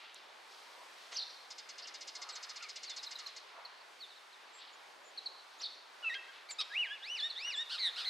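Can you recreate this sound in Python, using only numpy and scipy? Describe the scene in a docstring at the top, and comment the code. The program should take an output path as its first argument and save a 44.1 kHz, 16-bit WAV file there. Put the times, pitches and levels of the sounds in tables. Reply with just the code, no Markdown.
"""Starling on a wire

A starling sings over a quiet street: a sharp call, a long run of dry chirrs, scattered chips, then louder
arching whistles and buzzing rasps. Tones are phase-driven partials; chirrs are ringing windpipe modes.
Soft rustles are shaped noise bursts, faint house echoes are filtered impulse responses, and distant
traffic and hiss are wavering noise bands underneath."""
import sys
import numpy as np
from scipy import signal
from scipy.fft import rfft, irfft
from scipy.io import wavfile
from scipy.ndimage import uniform_filter1d

SR = 44100
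rng = np.random.default_rng(int(sys.argv[2]) if len(sys.argv) > 2 else 0)


def unload_audio(sound):
    """Save the sound as a 16-bit wav file, at the path given as the first command line argument."""
    columns = np.transpose(np.atleast_2d(sound))
    # keep every value between -1 and 1, then stretch to whole-number steps
    steps = np.round(np.clip(columns, -1, 1) * 32767)
    wavfile.write(sys.argv[1], SR, steps.astype(np.int16))


N = 356769


def undb(db):
    """Decibels to gain."""
    return 10 ** (np.asarray(db) / 20)


def unit(x):
    """Scale to rms 1."""
    return x / np.sqrt(np.mean(x ** 2) + 1e-20)


def add(out, s, x):
    """Mix x into out from time s."""
    i = max(int(s * SR), 0)
    out[i:i + len(x)] += x[:max(N - i, 0)]


def on_log(hz, points):
    """Read a (f/Hz, value) curve on a log-frequency axis."""
    f, v = np.transpose(points)
    return np.interp(np.log(hz + 1e-3), np.log(f), v)


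def wobble(n, hz):
    """Smooth random motion up to about hz, spread 1."""
    longer = n + SR // 10
    f = np.fft.rfftfreq(longer, 1 / SR)
    spectrum = rfft(rng.standard_normal(longer)) * np.exp(-(f / hz) ** 2)
    return unit(irfft(spectrum))[:n]


def resonance(hz, centre_hz, width_hz):
    """Gain of a band-pass resonance."""
    return 1 / np.sqrt(1 + ((hz ** 2 - centre_hz ** 2) / (width_hz * hz + 1e-9)) ** 2)


def turn(hz):
    """Running phase of a moving frequency."""
    return 2 * np.pi * np.cumsum(hz) / SR


def syllable(length, edge_s=0.0037):
    """Time since the start of a syllable, and its soft gate."""
    t = np.arange(0, length, 1 / SR)
    return t, np.clip(np.minimum(t, t[-1] - t) / edge_s, 0, 1)


def ease(t, start, length):
    """Smooth step from 0 to 1."""
    return .5 - .5 * np.cos(np.pi * np.clip((t - start) / length, 0, 1))


def sing(voice, rows):
    """Play every row of an event table with one voice."""
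    out = np.zeros(N)
    for s, *row in rows:
        add(out, s, voice(*row))
    return out


AIR_DB = -60  # rms of the bed before its swells
# relative spectrum of the street air: (f/Hz, density/dB)
AIR_SPECTRUM = [(18, -67), (30, -41), (167, -28.5), (394, -6.5), (485, -5), (837, -0.5), (1090, -0.5),
                (1240, -2.5), (2770, -8.5), (3410, -8.5), (4420, -10), (4900, -12.5), (7060, -21),
                (8470, -23.5), (15000, -36.5)]
# likeness of left and right: (f/Hz, correlation)
AIR_LIKENESS = [(60, .1), (250, 0.3), (500, 0.24), (1000, 0.43), (2000, 0.58), (5000, 0.73), (8000, 1)]
# slow swells of distant traffic and high hiss: (t/s, murmur level/dB, hiss level/dB)
AIR_SWELL = [(0, 1.5, 3), (.4, 2.5, 4.5), (.9, 2, 6.5), (1.4, 2, 4.5), (2.7, 1.5, 6.5), (3.4, 1, 4.5),
             (4.2, -0.5, 3), (5, 2, 4), (7, 0, 3), (8.1, 2.5, 8)]


def air(flicker_db=1.36):
    """Distant traffic and hiss: octave bands that waver gently, wide in the bass and centred in the treble."""
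    f = np.fft.rfftfreq(N, 1 / SR)
    likeness = np.clip(on_log(f, AIR_LIKENESS), 0, 1)
    mid, side = rfft(rng.standard_normal((2, N))) * undb(on_log(f, AIR_SPECTRUM))
    side = side * np.sqrt((1 - likeness) / (1 + likeness))
    spectra = np.array([mid + side, mid - side]) * undb(AIR_DB) / np.std(irfft(mid, N))
    s, *columns = np.transpose(AIR_SWELL)
    murmur_db, hiss_db = (np.interp(np.arange(N) / SR, s, c) for c in columns)
    octave = np.clip(np.log2(f / 125 + 1e-9), 0, 6)
    out = 0
    for k in range(7):
        share = np.maximum(1 - abs(octave - k), 0)  # neighbouring bands crossfade
        swell_db = murmur_db if k < 4 else hiss_db
        db = swell_db + flicker_db * wobble(N, 3.0)
        out = out + irfft(spectra * share, N) * undb(db)
    return out


# soft hisses, grainy chirps, ticks and a far knock:
# (t/s, rise t/s, decay t/s, centre f/Hz, half-width f/Hz, level/dB)
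RUSTLES = [(0, 0.00073, 0.16, 3170, 1580, -54.5), (.144, 0.0008, 0.0014, 7660, 3500, -46),
           (0.152, 0.0083, 0.021, 3750, 1800, -54.5), (.47, 0.053, 0.13, 4160, 1800, -60.5),
           (0.601, 0.17, 0.14, 990, 217, -62.5), (1.112, 0.018, 0.025, 3450, 3700, -45.5),
           (1.151, .015, 0.019, 2940, 350, -50), (1.816, .012, 0.023, 4800, 900, -50),
           (1.843, 0.0088, .009, 3020, 500, -49), (2.139, 0.07, 0.2, 1110, 544, -55.5),
           (3.53, 0.024, 0.11, 1020, 404, -55), (3.584, 0.0016, 0.0068, 870, 348, -47.5),
           (4.571, 0.04, 0.092, 3700, 1390, -53.5), (5.607, 0.0048, 0.014, 2810, 2800, -47.5),
           (6.139, 0.0064, 0.0079, 3700, 1680, -41.5), (6.297, 0.064, 0.069, 3400, 1580, -56.5),
           (6.505, 0.0047, 0.0089, 4020, 4070, -46.5), (7.459, 0.011, 0.03, 1720, 700, -49.5),
           (7.831, 0.039, 0.014, 8950, 1310, -55.5)]


def rustles(grain_db=2):
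    """Soft grainy noises that swell and die away in one broad band."""
    out = np.zeros(N)
    t = np.arange(SR) / SR
    f = np.fft.rfftfreq(SR, 1 / SR)
    for s, rise, decay, hz, width_hz, db in RUSTLES:
        band = np.exp(-((f - hz) / width_hz) ** 2) * np.minimum(f / 500, 1) ** 3
        hiss = irfft(rfft(rng.standard_normal(SR)) * band)
        grainy = unit(hiss * undb(grain_db * wobble(SR, 110)))
        envelope = np.minimum(t / rise, 1) * np.exp(-np.maximum(t - rise, 0) / decay)
        add(out, s, undb(db) * grainy * envelope)
    return out


# thin pure glides, near and far: (t/s, length t/s, start f/Hz, end f/Hz, level/dB)
GLIDES = [(1.135, 0.032, 6350, 5900, -50.5), (2.242, .064, 1305, 1240, -57.5),
          (2.32, 0.035, 8000, 7330, -58), (2.421, 0.2, 1360, 1130, -65.5), (2.603, 0.013, 2320, 2840, -52),
          (2.607, .056, 1423, 1200, -55.5), (2.613, 0.071, 2760, 2120, -55.5),
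          (3.161, .14, 1344, 1100, -63), (4.528, 0.083, 7480, 7640, -63), (4.723, .036, 7040, 7080, -67),
          (5.04, 0.067, 7100, 7060, -65.5), (5.582, 0.035, 6600, 7340, -61.5),
          (6.502, 0.02, 7800, 7650, -52), (6.508, 0.031, 7470, 7040, -46.5),
          (6.604, 0.016, 4050, 5820, -41.5), (6.719, 0.011, 3600, 4050, -51.5),
          (7.556, 0.035, 7550, 7560, -54), (7.598, 0.023, 7650, 5800, -60)]


def glide(length, start_hz, end_hz, db, third_db=-50, octave_db=-32, curve=1., rough=0.018,
          hook=0.033, hook_s=0.0016):
    """A brief slur: a small upward hook, a quick slide, then the pitch levels off."""
    u = np.linspace(0, 1, int(length * SR))
    slide = np.interp(u, [0, .22, .48, .74, 1], [0, .05, .5, .85, 1])
    hz = end_hz + (start_hz - end_hz) * (1 - slide) ** curve
    hz = hz * (1 - hook * np.exp(-u * length / hook_s))
    phase = turn(hz * (1 + rough * wobble(len(u), 600)))
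    third = undb(third_db) * np.sin(3 * phase) * (3 * hz < SR / 2)
    tone = np.sin(phase) + undb(octave_db) * np.sin(2 * phase) + third
    return np.sqrt(2) * undb(db) * tone * np.abs(np.sin(np.pi * u)) ** .5


CALL_START_HZ, CALL_RISE_S, CALL_SETTLE_S = 3400, 0.025, 0.01
CALL_SWING_HZ, CALL_SWING_DB, CALL_ATTACK_DB, CALL_FADE_DB_PER_S = 345, 2.5, 19.5, 64
# sharp zigzag calls: (t/s, length t/s, attack t/s, swing period t/s, top f/Hz, resting f/Hz, level/dB,
# roughness as a share of pitch)
SHARP_CALLS = [(1.148, .094, 0.021, 0.018, 5860, 3965, -39.5, 0.03),
               (5.595, 0.08, 0.041, .0205, 6100, 3860, -40, 0.05)]


def call(length, attack, period, top_hz, rest_hz, db, rough, overtone_db=-36):
    """One side of the syrinx shoots up, drops back and swings unsteadily near 4 kHz, louder on upswings."""
    t, gate = syllable(length)
    after = np.maximum(t - CALL_RISE_S, 0)
    swing = np.cos(2 * np.pi * after / period)
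    overshoot = (top_hz - rest_hz - CALL_SWING_HZ) * np.exp(-after / CALL_SETTLE_S)
    hz = rest_hz + CALL_SWING_HZ * swing + overshoot
    hz = CALL_START_HZ + (hz - CALL_START_HZ) * np.minimum(t / CALL_RISE_S, 1) ** 1.4
    db = db + CALL_SWING_DB * swing
    db = db - CALL_ATTACK_DB * np.maximum(1 - t / attack, 0) - CALL_FADE_DB_PER_S * after
    phase = turn(hz * (1 + rough * wobble(len(t), 1100)))
    tone = np.sin(phase) + undb(overtone_db) * np.sin(2 * phase)
    return np.sqrt(2) * gate * undb(db) * tone


# windpipe resonances before the beak colours them: (f/Hz, width f/Hz, level/dB)
WINDPIPE = [(2120, 105, 7.5), (2865, 70, 5), (3700, 350, 0.5), (4330, 120, 4.5), (5014, 210, 2),
            (5780, 750, -8.5), (6650, 960, -8.5), (7900, 430, -14)]
# onsets of the dry chirrs, which speed up to about 15 a second and slow again: (t/s)
CHIRR_ONSETS = [1.502, 1.579, 1.688, 1.779, 1.869, 1.939, 2.007, 2.073, 2.149, 2.215, 2.287, 2.352, 2.426,
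                2.490, 2.557, 2.622, 2.687, 2.756, 2.829, 2.894, 2.962, 3.028, 3.109, 3.185, 3.266, 3.361]
# effort over the run, two swells, before the make-up gain: (t/s, level/dB)
CHIRR_EFFORT = [(1.5, -50.5), (1.87, -51.5), (2.2, -47.5), (2.62, -50), (2.93, -47), (3.18, -50),
                (3.27, -53.5), (3.36, -51.5)]


def chirrs(length=0.037, open_hz=6600, shut_hz=3500, width_hz=2200, leak_db=-14.0, edge_hz=7900,
           gain_db=4.0, rattle=0.19, rattle_hz=700, uneven_db=1.0):
    """Rattling, turbulent bursts through the windpipe; the closing beak favours ever lower resonances."""
    out = np.zeros(N)
    u = np.linspace(0, 1, int(length * SR))
    envelope = np.interp(u, [0, .06, .18, .42, .72, 1], [0, .3, .95, .95, .52, 0])
    f = np.fft.rfftfreq(4096, 1 / SR)
    treble_edge = np.sqrt(1 + (f / edge_hz) ** 16)
    modes = np.array([resonance(f, hz, width) ** 1.07 / treble_edge for hz, width, _ in WINDPIPE])
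    beak_hz = open_hz + (shut_hz - open_hz) * u
    beak = np.array([undb(db) * (undb(leak_db) + resonance(hz, beak_hz, width_hz) ** 2)
                     for hz, _, db in WINDPIPE])
    for s in CHIRR_ONSETS:
        db = np.interp(s, *np.transpose(CHIRR_EFFORT))
        turbulence = np.exp(2j * np.pi * rng.random(modes.shape))
        rings = irfft(modes * turbulence)[:, :len(u)]
        rings = rings * undb(uneven_db * rng.standard_normal((len(modes), 1)))
        pulses = 1 + rattle * np.sin(turn(rattle_hz * (1 + 0.12 * wobble(len(u), 360))))
        burst = (beak * rings).sum(axis=0) * pulses
        burst = burst / np.sqrt(uniform_filter1d(burst ** 2, size=300))  # the driving pressure is steady
        add(out, s - .001, burst * envelope * undb(db + gain_db))
    return out


CHIP_DROP, CHIP_TYPICAL_S, CHIP_DROP_GROWTH = 0.15, .02, 0.36  # share of pitch lost by a typical chip
CHIP_LEVELLING_S = .022  # chips longer than this flatten out at the end
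# down-slurred chips: (t/s, length t/s, start f/Hz, level/dB, third harmonic level/dB re fundamental)
CHIPS = [(2.32, 0.033, 4620, -53, -42.5), (2.855, 0.091, 4740, -48.5, -40), (2.98, 0.026, 4530, -47, -29),
         (3.063, 0.019, 4400, -43.5, -26), (3.155, 0.011, 4250, -42, -25), (3.261, 0.014, 4430, -41.5, -26),
         (3.482, .014, 4700, -69.5, -55), (3.649, 0.014, 4620, -46, -31), (3.807, 0.016, 4750, -60, -50),
         (4.001, 0.063, 4540, -49, -28), (4.084, 0.058, 4520, -61, -38), (4.16, 0.031, 4410, -60, -38),
         (4.32, 0.037, 4300, -60.5, -40), (5.174, 0.0203, 4510, -41, -42), (5.258, 0.019, 4560, -37.5, -45),
         (5.38, .019, 4560, -59, -50), (7.199, 0.018, 4600, -40, -40), (7.298, 0.0202, 4440, -39.5, -44),
         (7.32, 0.013, 4700, -56, -40)]


def chip(length, start_hz, db, third_db):
    """A downward slur that falls further, and flattens out more, the longer it lasts."""
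    drop = CHIP_DROP * (length / CHIP_TYPICAL_S) ** CHIP_DROP_GROWTH
    curve = np.sqrt(length / CHIP_LEVELLING_S)
    return glide(length, start_hz, start_hz * (1 - drop), db, third_db, octave_db=-30.5, curve=curve,
                 rough=0.0073, hook=0.13)


def whistle(hz, first_db, second_db, rough=.003, buzz=0., buzz_hz=175, third_db=-23, fall_db=9):
    """Two strong partials and fading upper ones; a flutter of the syrinx makes it buzz."""
    flutter = np.sin(turn(buzz_hz * (1 + 0.11 * wobble(len(hz), 57))))
    phase = turn(hz * (1 + buzz * flutter + rough * wobble(len(hz), 510)))
    drive = undb(second_db) + 0.065 * undb(first_db)  # the upper partials follow mostly the octave
    upper = sum(undb(third_db - fall_db * (k - 3)) * np.sin(k * phase) * (k * hz < SR / 2)
                for k in range(3, 8))
    tone = undb(first_db) * np.sin(phase) + undb(second_db) * np.sin(2 * phase) + drive * upper
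    return np.sqrt(2) * tone * (1 + 9 * buzz * flutter)


# short whistled notes: (t/s, length t/s, start f/Hz, middle f/Hz, end f/Hz, fundamental level/dB,
# octave level/dB, swell from start to end/dB, third harmonic level/dB re the upper-partial drive)
NOTES = [(6.025, 0.023, 1474, 1447, 1410, -53.5, -45.5, 13, -31),
         (6.045, 0.049, 1348, 1324, 1280, -54, -36, 1.5, -32),
         (6.094, 0.054, 2040, 1860, 2205, -41.5, -51.5, -4, -18),
         (6.148, 0.03, 1633, 1600, 1620, -47.5, -45.5, -4, -27),
         (6.486, 0.029, 1850, 2342, 1900, -53, -48.5, 10, -17)]


def note(length, start_hz, middle_hz, end_hz, first_db, second_db, swell_db, third_db):
    """A short whistle on one simple bend, swelling or fading evenly."""
    t, gate = syllable(length)
    u = t / length
    bend = np.polyfit([0, .5, 1], [start_hz, middle_hz, end_hz], 2)
    tone = whistle(np.polyval(bend, u), first_db, second_db, rough=0.0094, third_db=third_db, fall_db=5.5)
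    return gate * undb(swell_db * (u - .5)) * tone


RASP_ATTACK_S, RASP_CLEAR_S, RASP_CALM_S = .009, .019, 0.068  # harsh from the clear start until it calms
# throat and open beak, scaled by each rasp's focus: (f/Hz, level/dB)
THROAT = [(1000, -12), (1600, -8), (2300, -11.5), (3100, 0), (3900, 0.5), (4800, -1), (5700, -14.5),
          (6800, -23), (8300, -19), (13000, -38)]
# course of every rasp: (share of its length, share of its pitch rise, effort level/dB)
RASP_SHAPE = [(0, 0, -8), (.3, 1, -1.5), (.64, .55, -2), (.82, .13, -10), (1, 0.43, -12)]
# harsh syllables: (t/s, length t/s, start f/Hz, top f/Hz, level before effort/dB,
# flutter depth as a share of pitch, flutter f/Hz, roughness as a share of pitch, throat focus)
RASPS = [(6.582, 0.049, 1173, 1306, -33, 0, 318, 0.11, 1.22),
         (7.691, 0.099, 1143, 1642, -38.5, .075, 198.8, 0.08, 1.17),
         (7.954, .098, 1122, 1620, -39, 0.04, 201.4, 0.09, 1.15)]


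def rasp(length, start_hz, top_hz, db, buzz, buzz_hz, rough, focus):
    """A low harmonic stack through the throat; it starts clear and breaks into a harsh flutter."""
    t, gate = syllable(length)
    share, *columns = np.transpose(RASP_SHAPE)
    lift, effort_db = (np.interp(t / length, share, c) for c in columns)
    harsh = .08 + .92 * (ease(t, RASP_CLEAR_S, .005) - ease(t, RASP_CALM_S, .005))
    flutter = signal.sawtooth(turn(buzz_hz * (1 + .08 * wobble(len(t), 79))), .25)
    shake = harsh * (buzz * flutter + rough * wobble(len(t), 830))
    hz = (start_hz + (top_hz - start_hz) * lift) * (1 + shake)
    phase = turn(hz)
    tone = sum(undb(focus * on_log(k * hz, THROAT)) * np.sin(k * phase) for k in range(1, 10))
    tone = unit(tone * (1 + 0.15 * harsh * flutter))
    return gate * ease(t, 0, RASP_ATTACK_S) * undb(db + effort_db) * tone


ARCH_START_HZ, REBOUND_HZ, REBOUND_S = 1620, 162, 0.055
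BEAK_WIDTH_HZ, BEAK_SHARPNESS = 850, 1.04
ARCH_ONSET_DB, ARCH_ATTACK_S, ARCH_CLIMB_DB, ARCH_TROUGH_DB = -15, .02, -5.5, -7.5
TAIL_DELAY_S, TAIL_SWELL_S, TAIL_END_DB = 0.013, 0.017, -4
# arching whistles with a low tail: (t/s, rise t/s, lag of the rise, hold t/s, fall t/s, tail t/s, top f/Hz,
# trough f/Hz, beak f/Hz, crest level/dB, octave in the crest/dB, tail level/dB, octave in the tail/dB);
# levels are those before the beak resonance
ARCHES = [(6.699, 0.094, 3.1, .015, .074, 0.07, 2923, 1565, 2720, -32.5, -20, -34.5, -8.3),
          (7.021, 0.11, 1.36, .01, 0.067, 0.071, 2977, 1696, 3450, -35, -5, -33, -0.79),
          (7.355, .128, 1.15, .004, 0.073, 0.071, 2916, 1696, 3340, -36, 0, -32.5, -1.5)]


def arch(rise, lag, hold, fall, tail, top_hz, trough_hz, beak_hz, crest_db, crest_octave_db,
         tail_db, tail_octave_db):
    """Pitch climbs, holds, falls and rebounds on a second push; the beak favours partials near its resonance."""
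    t, gate = syllable(rise + hold + fall + tail)
    crest_end = rise + hold
    trough = crest_end + fall
    push = trough + TAIL_DELAY_S
    climb = (top_hz - ARCH_START_HZ) * ease(t, 0, rise) ** (lag / 2)
    descent = (top_hz - trough_hz) * ease(t, crest_end, fall)
    hz = ARCH_START_HZ + climb - descent + REBOUND_HZ * ease(t, trough, REBOUND_S)
    effort_db = np.interp(
        t, [0, ARCH_ATTACK_S, crest_end, push, push + TAIL_SWELL_S, trough + tail],
        [crest_db + ARCH_ONSET_DB, crest_db + ARCH_CLIMB_DB, crest_db,
         tail_db + ARCH_TROUGH_DB, tail_db, tail_db + TAIL_END_DB])
    octave_db = crest_octave_db + (tail_octave_db - crest_octave_db) * ease(t, crest_end, fall)
    first_db, second_db = (
        effort_db + BEAK_SHARPNESS * 20 * np.log10(resonance(k * hz, beak_hz, BEAK_WIDTH_HZ)) for k in (1, 2))
    return gate * whistle(hz, first_db, second_db + octave_db, rough=0.0051, third_db=-21.5, fall_db=8.5)


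BUZZ_START_HZ, BUZZ_RISE_S, BUZZ_FUNDAMENTAL_DB = 1600, 0.01416, -12.5  # fundamental re octave
BUZZ_ONSET_DB, BUZZ_SWELL_S, BUZZ_RELEASE_S, BUZZ_END_DB = -8.5, 0.072, 0.028, -7
# buzzing whistles: (t/s, length t/s, top f/Hz, sag in Hz per s, octave level/dB,
# flutter depth as a share of pitch, flutter f/Hz)
BUZZES = [(7.78, 0.12, 2136, 4100, -34, 0.05, 180.6), (8.044, .11, 2066, 910, -32.5, 0.03, 187)]


def buzz_note(length, top_hz, sag_hz_per_s, db, depth, flutter_hz):
    """A fluttering whistle that leaps up, then sags as it swells."""
    t, gate = syllable(length)
    leap = (top_hz - BUZZ_START_HZ) * ease(t, 0, BUZZ_RISE_S)
    hz = BUZZ_START_HZ + leap - sag_hz_per_s * np.maximum(t - BUZZ_RISE_S, 0)
    db = db + BUZZ_ONSET_DB * np.maximum(1 - t / BUZZ_SWELL_S, 0)
    db = db + BUZZ_END_DB * ease(t, length - BUZZ_RELEASE_S, BUZZ_RELEASE_S)
    return gate * whistle(hz, db + BUZZ_FUNDAMENTAL_DB, db, rough=0.024, buzz=depth, buzz_hz=flutter_hz,
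                          third_db=-27.5, fall_db=5)


# reflections from road and houses, before each group's echo trim: (delay t/s, level/dB, smear t/s)
ECHOES = [(.0043, -11.5, .00001), (.0072, -9, .0001), (.044, -28, 0.0034), (0.062, -43, 0.0041),
          (.132, -16, .005), (0.145, -36.5, 0.0075)]


def street(x, echo_db, tail_db, t60=0.74, spread=0.2, damp_hz=5200):
    """Smeared reflections and a diffuse tail, both duller than the direct sound."""
    t = np.arange(SR) / SR
    f = np.fft.rfftfreq(SR, 1 / SR)
    echoes = 0
    for delay, db, smear in ECHOES:
        lag = np.arange(SR) - int(delay * SR)
        # the road mirrors, the houses scatter
        scatter = np.where(lag == 0, 1, rng.standard_normal(SR) * (delay > .02))
        reflection = scatter * (lag >= 0) * np.exp(-abs(lag) / (smear * SR))
        echoes = echoes + undb(db + echo_db) * unit(reflection)
    decay = undb(-60 * t / t60) * np.minimum(t / 0.0043, 1)
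    mid, side = undb(tail_db) * unit(rng.standard_normal((2, SR)) * decay)
    responses = np.array([echoes + mid + spread * side, echoes + mid - spread * side]) / np.sqrt(SR)
    responses = irfft(rfft(responses) / np.sqrt(1 + (f / damp_hz) ** 6))
    return x + signal.fftconvolve(x[None], responses, axes=1)[:, :N]


def scene():
    """The starling's song note after note, and two sharp calls from further off, over the street air."""
    song = rustles() + sing(glide, GLIDES) + sing(note, NOTES)
    song = song + sing(arch, ARCHES) + sing(rasp, RASPS) + sing(buzz_note, BUZZES)
    dry_run = chirrs() + sing(chip, CHIPS)
    far_calls = sing(call, SHARP_CALLS)
    birds = street(song, echo_db=-1.5, tail_db=-11.0)
    birds = birds + street(dry_run, echo_db=-3.0, tail_db=-8.5)
    birds = birds + street(far_calls, echo_db=1.0, tail_db=-4.5, damp_hz=4800)
    birds = signal.sosfilt(signal.butter(4, 280, "highpass", fs=SR, output="sos"), birds)
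    pan_db = -.5  # left relative to right
    return birds * undb(np.array([[pan_db], [-pan_db]]) / 2) + air()


def record(dry):
    """A steep low-pass cuts the top of the treble above 14.8 kHz."""
    return signal.sosfilt(signal.ellip(10, .2, 60, 14800, fs=SR, output="sos"), dry)


dry = scene()
out = record(dry)
unload_audio(out)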